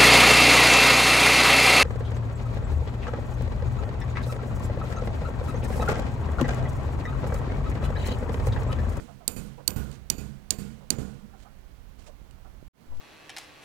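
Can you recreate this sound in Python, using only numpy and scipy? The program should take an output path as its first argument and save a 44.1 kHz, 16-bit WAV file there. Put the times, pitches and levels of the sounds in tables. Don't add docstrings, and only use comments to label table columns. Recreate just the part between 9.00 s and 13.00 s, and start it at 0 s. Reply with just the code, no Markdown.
import sys
import numpy as np
from scipy import signal
from scipy.io import wavfile

SR = 44100
rng = np.random.default_rng(int(sys.argv[2]) if len(sys.argv) > 2 else 0)


def master(y):
    cut = np.clip(np.atleast_2d(y).T, -1, 1)
    pcm = np.round(cut * 32767)
    wavfile.write(sys.argv[1], SR, pcm.astype(np.int16))


def magnitude_from_level(level_db):
    exponent = np.asarray(level_db, float) / 20
    return 10 ** exponent


N = 176400
PRE = SR // 2
T = np.arange(N + PRE) / SR - PRE / SR


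def at_hz(points, hz):
    table_hz, values = np.array(points).T
    return np.interp(np.log(hz), np.log(table_hz), values)


def drift(rate_hz):
    r = np.exp(-80 * np.pi * rate_hz / SR)
    noise = rng.standard_normal(len(T) // 40 + 2002)
    slow = signal.lfilter([1], [1, -2 * r, r * r], noise)[2000:]
    return np.interp(np.arange(len(T)) / 40, np.arange(len(slow)), slow / slow.std())


def clicks(times, sizes):
    out = np.full(len(T), 1e-18)
    np.add.at(out, (np.asarray(times) * SR).astype(int) + PRE, sizes)
    return out


def ring(x, hz, t60):
    r, w = magnitude_from_level(-60 / (t60 * SR)), 2 * np.pi * hz / SR
    return signal.lfilter([0, np.sin(w)], [1, -2 * r * np.cos(w), r * r], x)


def width_to_t60(width_hz):
    return np.log(1000) / (np.pi * width_hz)


def rough_tone(hz, width_hz):
    tone = ring(rng.standard_normal(len(T)), hz, width_to_t60(width_hz))
    return tone / tone.std()


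def dying(times, db, t60):
    jumps = clicks(times, magnitude_from_level(2 * np.asarray(db)))
    return signal.lfilter([1], [1, -magnitude_from_level(-120 / (t60 * SR))], jumps)


def lump(start, length):
    return np.sin(np.pi * np.clip((T - start) / length, 0, 1)) ** 2


def banded(power_at):
    out, lows = 0, 18 * 2 ** np.arange(0, 10, .5)
    white = rng.standard_normal((2, len(T))) * np.sqrt(SR / 2)
    for k, low in enumerate(lows):
        bandpass = signal.butter(2, [low, low * np.sqrt(2)], "band", fs=SR, output="sos")
        band = signal.sosfilt(bandpass, white[k % 2])
        out = out + band * np.sqrt(power_at(low * 2 ** 0.19))
    return out


def per_hz(spectrum, hz):
    grid = np.arange(20., 16500, 10)
    total = 10 * np.sum(magnitude_from_level(2 * at_hz(spectrum, grid)))
    return magnitude_from_level(2 * at_hz(spectrum, hz)) / total


# frequency in Hz, relative level in dB per Hz.
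LEFT_COLOUR = [(20, 5), (220, -15.5), (900, -23), (3600, -31.5), (6500, -45.5), (11000, -33), (16500, -28)]
# time in seconds, gain in dB.
LEFT_RUMBLE = [(2.6, -3), (3.2, -0.5), (4, 6)]
LEFT_DB, LEFT_PATCHY_DB = -61.5, 4.5


def left_input():
    swell_db = np.interp(T, *np.transpose(LEFT_RUMBLE))

    def power_at(hz):
        rumble_db = (hz < 200) * (swell_db + LEFT_PATCHY_DB * drift(8.0))
        return per_hz(LEFT_COLOUR, hz) * magnitude_from_level(2 * (LEFT_DB + rumble_db))
    return banded(power_at)


# frequency in Hz, relative level in dB per Hz.
ROOM_COLOUR = [(15, -22), (25, 1.5), (70, -13.5), (202, -16), (280, -24.5), (538, -26.5), (1470, -33.5),
               (15200, -52)]
# frequency in Hz, relative level in dB per Hz.
TAP_TAIL_COLOUR = [(24, -31), (40, -3), (191, -2), (1090, -18.5), (4230, -21), (7010, -21), (14500, -32.5)]
ECHO_TAIL_COLOUR = [(24, -40), (40, 2), (222, -6), (823, -22), (5440, -28.5), (9010, -26), (14500, -52)]
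# frequency in Hz, time to fall by 60 dB in seconds.
TAP_TAIL_T60 = [(500, 0.43), (2000, 0.21), (14000, 0.12)]
ECHO_TAIL_T60 = [(200, 0.62), (2500, 0.93), (7000, 0.72), (14000, 0.32)]
# start in seconds, length in seconds before a stretch of 1.8, relative level in dB.
CLOTH = [(0.902, 0.043, -54.5), (2.372, .05, -60.5), (2.979, 0.027, -62), (3.01, 0.061, -59),
         (3.895, 0.079, -67)]
# frequency in Hz, relative level in dB per Hz.
CLOTH_COLOUR = [(2500, 3), (8000, -1), (10000, -32.5), (16000, -15.5)]
ROOM_DB, ROOM_PATCHY_DB = -51.5, -0.15
TAP_TAIL_DB, ECHO_TAIL_DB, TREBLE_FROM_HZ = -4.5, -14.5, 1800


def workshop():
    taps, echoes = np.array(TAP_STRIKES), np.array(WALL_ECHOES)
    together = drift(2.9)
    rustle = sum(magnitude_from_level(2 * db) * lump(s, 1.8 * length) for s, length, db in CLOTH)
    rustle = rustle * magnitude_from_level(6.4 * drift(90.0))

    def power_at(hz):
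        treble = hz > TREBLE_FROM_HZ
        tap_db = np.where(treble, taps[:, 1] - 20, taps[:, 5]) + TAP_TAIL_DB
        echo_db = np.where(treble, echoes[:, 2] + 14, echoes[:, 1]) + ECHO_TAIL_DB
        tap = dying(taps[:, 0] + 0.0015, tap_db, at_hz(TAP_TAIL_T60, hz))
        echo = dying(echoes[:, 0], echo_db, at_hz(ECHO_TAIL_T60, hz))
        room = magnitude_from_level(2 * (ROOM_DB + ROOM_PATCHY_DB * (0.31 * together + drift(23.0))))
        tails = tap * per_hz(TAP_TAIL_COLOUR, hz) + echo * per_hz(ECHO_TAIL_COLOUR, hz)
        return room * per_hz(ROOM_COLOUR, hz) + tails + rustle * per_hz(CLOTH_COLOUR, hz)
    return banded(power_at)


# start in seconds, relative level in dB, lower resonance in Hz.
DISTANT_KNOCKS = [(0.077, -45.5, 677), (0.202, -49, 700), (0.576, -41, 528), (1.805, -48, 544),
                  (2.33, -51.5, 788), (2.448, -47.5, 753), (3.069, -47.5, 576), (3.447, -49.5, 750),
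                  (3.911, -47, 571)]
KNOCK_WIDTH_HZ, KNOCK_HOLD_S, KNOCK_T60_S = 87, 0.03, 0.12
KNOCK_UPPER, KNOCK_UPPER_DB = 1.75, -1.5


def far_knocks():
    out, t60 = 0, width_to_t60(KNOCK_WIDTH_HZ)
    for s, db, hz in DISTANT_KNOCKS:
        noise = rng.standard_normal(len(T))
        upper = ring(noise[::-1], KNOCK_UPPER * hz, t60 / 3)
        tone = ring(noise, hz, t60) + magnitude_from_level(KNOCK_UPPER_DB) * upper
        swell = np.clip((T - s) / 0.006, 0, 1)
        fall = magnitude_from_level(-60 * np.clip(T - s - KNOCK_HOLD_S, 0, 1) / KNOCK_T60_S)
        out = out + magnitude_from_level(db - 5.5) * swell * fall * tone / tone.std()
    return out


# time in seconds, relative rms level in dB.
AIR_LEVEL = [(2.4, -62.5), (2.406, -54.5), (3.67, -48)]
# time in seconds, relative peak in dB.
PUFFS = [(3.217, -41), (3.628, -33)]
GUST_HZ, PUFF_S = 69, 0.00076


def air():
    bandpass = signal.butter(2, [14, GUST_HZ], "band", fs=SR, output="sos")
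    low = signal.sosfilt(bandpass, rng.standard_normal(len(T)))
    gusts = magnitude_from_level(np.interp(T, *np.transpose(AIR_LEVEL))) * low / low.std()
    return gusts + sum(magnitude_from_level(db) * np.exp(-((T - s) / PUFF_S) ** 2) for s, db in PUFFS)


# start in seconds, thud level in dB,
# treble level in dB, second thud in dB against the first, thud pitch in Hz.
WALL_ECHOES = [(-.045, -30, -43, -12.5, 140), (0.3633, -25, -41, -5, 138), (0.761, -19.5, -39.5, -5, 100),
               (1.182, -27, -43, -0.5, 188), (1.585, -27.5, -41, 0, 188), (1.984, -23, -42, -2, 217.5)]
SECOND_THUD_DELAY = [.03, .028, .023, .034, .034, .034]
# frequency in Hz, relative level in dB, time to fall by 60 dB in seconds.
BENCH_MODES = [(65.94, -2, 0.98), (136, -2.5, 0.97), (159, -6, .5), (202.3, -3.5, 0.93), (223.1, -5, 0.8),
               (310.9, -11.5, 0.57), (419, -7.5, 0.35), (472, -12, 0.8), (1451, -17, 0.56)]
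BENCH_DB, BENCH_WIDTH, BENCH_DB_PER_OCTAVE = -13, 0.03, 5
THUD_DB = 7


def bench():
    s, db, _, again_db, thud_hz = np.transpose(WALL_ECHOES)
    taps = np.array(TAP_STRIKES)
    times = np.r_[s + .002, s + SECOND_THUD_DELAY, taps[:, 0] + .002]
    levels = np.r_[db, db + again_db, taps[:, 5]]
    pitches = np.tile(thud_hz, 3)
    out = 0
    for t, level, hz in zip(times, levels, pitches):
        thud = ring(clicks([t], magnitude_from_level(level)), hz, 2.2 / hz)
        soften = signal.butter(2, 3.4 * hz, fs=SR, output="sos")
        out = out - magnitude_from_level(THUD_DB) * signal.sosfilt(soften, thud)
    for hz, level_db, t60 in BENCH_MODES:
        octaves_off = np.minimum(np.abs(np.log2(hz / pitches)), 1)
        chance_db = 1.6 * rng.standard_normal(len(times))
        mode_db = levels + level_db - BENCH_DB_PER_OCTAVE * octaves_off + BENCH_DB + chance_db
        envelope = np.sqrt(dying(times, mode_db, t60))
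        envelope = signal.lfilter([.01], [1, -.99], envelope)
        out = out + envelope * rough_tone(hz, BENCH_WIDTH * hz)
    return out


# start in seconds, relative strength in dB, gain in dB of modes under 6.2 kHz,
# gain in dB of modes over 10 kHz, gain in dB of the long ring, bench level in dB, two favoured modes in Hz.
TAP_STRIKES = [(-.13, -15.5, 0, 2, -6, -25, 7450, 12210), (0.2778, -13, -1, 3.5, 6.5, -31, 9035, 12210),
               (0.6774, -12.5, 3.5, 6, 2, -29, 9035, 14200), (1.1, -12, 5, 3, 0, -32, 6850, 12210),
               (1.506, -9.5, -2.5, -3.5, 1.5, -33.5, 4544, 12210),
               (1.904, -9, 1, -3, -3.5, -27.5, 7200, 6850)]
# start in seconds, relative strength in dB, gain in dB of modes under 3.5 kHz.
PIN_TICKS = [(0.705, -33, 14), (.9143, -43.5, 12.5), (3.3094, -53, 18.5)]
# frequency in Hz, width in Hz of the rough long ring.
STEEL_MODES = [(2510, 90), (2950, 90), (3750, 120), (4544, 25), (4805, 60), (5900, 70), (6850, 50),
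               (7450, 60), (8000, 80), (9035, 45), (10680, 30), (12210, 10), (12990, 25), (14200, 70)]
# relative level in dB in the click, relative level in dB in the long ring.
STEEL_MODE_DB = [(-19.5, -1.5), (-14, -7), (-12.5, -12), (-3, -5.5), (-8, -11), (-5.5, -10), (-5.5, -1),
                 (-4.5, -3.5), (-0.5, -5.5), (-3.5, -2), (-16.5, -14.5), (-15, -7.5), (-10.5, -11),
                 (-9, -4)]
CONTACT_S, CLICK_DB, CLICK_SPREAD_DB, CLICK_WIDTH_HZ = 0.00052, 4, 2.5, 191
RING_DB, RING_SPREAD_DB, RING_T60_S = -42, 1, 0.34
RING_ECHO_DB, RING_ECHO_T60_S = -4, 0.31
FAVOUR_DB, STEEL_FROM_HZ = 6, 2400


def steel():
    s, db, low_db, high_db, ring_db, _, *tap_hz = np.transpose(TAP_STRIKES)
    tick_s, tick_db, dull_db = np.transpose(PIN_TICKS)
    echo_s = np.array(WALL_ECHOES)[:, 0]
    hit_s, out = np.r_[s, tick_s], 0
    for (hz, width_hz), (click_db, long_db) in zip(STEEL_MODES, STEEL_MODE_DB):
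        favoured = (np.abs(np.log(np.array(tap_hz) / hz)) < .03).any(axis=0)
        tap_db = db + low_db * (hz < 6200) + high_db * (hz > 10000) + FAVOUR_DB * favoured
        hit_db = np.r_[tap_db, tick_db + dull_db * (hz < 3500)]

        lags = CONTACT_S * (np.arange(4) + rng.uniform(0, 0.69, (len(hit_s), 4)))
        push_db = CLICK_DB + click_db + CLICK_SPREAD_DB * rng.standard_normal(lags.shape)
        sizes = magnitude_from_level(hit_db[:, None] + push_db) * rng.choice([-1, 1], lags.shape) / 4
        pushes = clicks((hit_s[:, None] + lags).ravel(), sizes.ravel())
        out = out + ring(pushes, hz, width_to_t60(CLICK_WIDTH_HZ))

        tail_db = tap_db + ring_db + long_db + RING_DB + RING_SPREAD_DB * rng.standard_normal(len(s))
        power = dying(s, tail_db, RING_T60_S)
        power = power + dying(echo_s, tail_db + RING_ECHO_DB, RING_ECHO_T60_S)
        out = out + np.sqrt(power) * rough_tone(hz, width_hz)
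    return signal.sosfilt(signal.butter(2, STEEL_FROM_HZ, "high", fs=SR, output="sos"), out)


RIGHT_DB, LEAK_DB = 4, -61


def scene():
    metal = steel()
    right = magnitude_from_level(RIGHT_DB) * (workshop() + far_knocks() + air() + bench() + metal)
    left = left_input() + magnitude_from_level(LEAK_DB + RIGHT_DB) * metal
    return np.array([left, right])[:, PRE:]


def roll_off(x):
    return signal.sosfilt(signal.butter(12, 16850, fs=SR, output="sos"), x)


# time in seconds, level added before the peaks are rounded.
LEFT_OFFSET = [(3.868, 0), (3.885, .004), (3.92, .033), (3.98, .043)]
CUT_S, BACK_S, BASS_BACK_S = 3.682, 3.731, 3.868
FADE_S, BASS_CUT_HZ = 0.084, 142
OVERLOAD = .95


def record(dry):
    t = T[PRE:]
    thin = signal.sosfilt(signal.butter(2, BASS_CUT_HZ, "high", fs=SR, output="sos"), dry)
    faded_in = thin * np.clip((t - BACK_S) / FADE_S, 0, 1)
    edited = np.where((t > CUT_S) & (t < BASS_BACK_S), faded_in, dry)
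    drifted = edited + [[1], [0]] * np.interp(t, *np.transpose(LEFT_OFFSET))
    mix = OVERLOAD * np.tanh(drifted / OVERLOAD)
    return roll_off(mix)


dry = scene()
out = record(dry)
master(out)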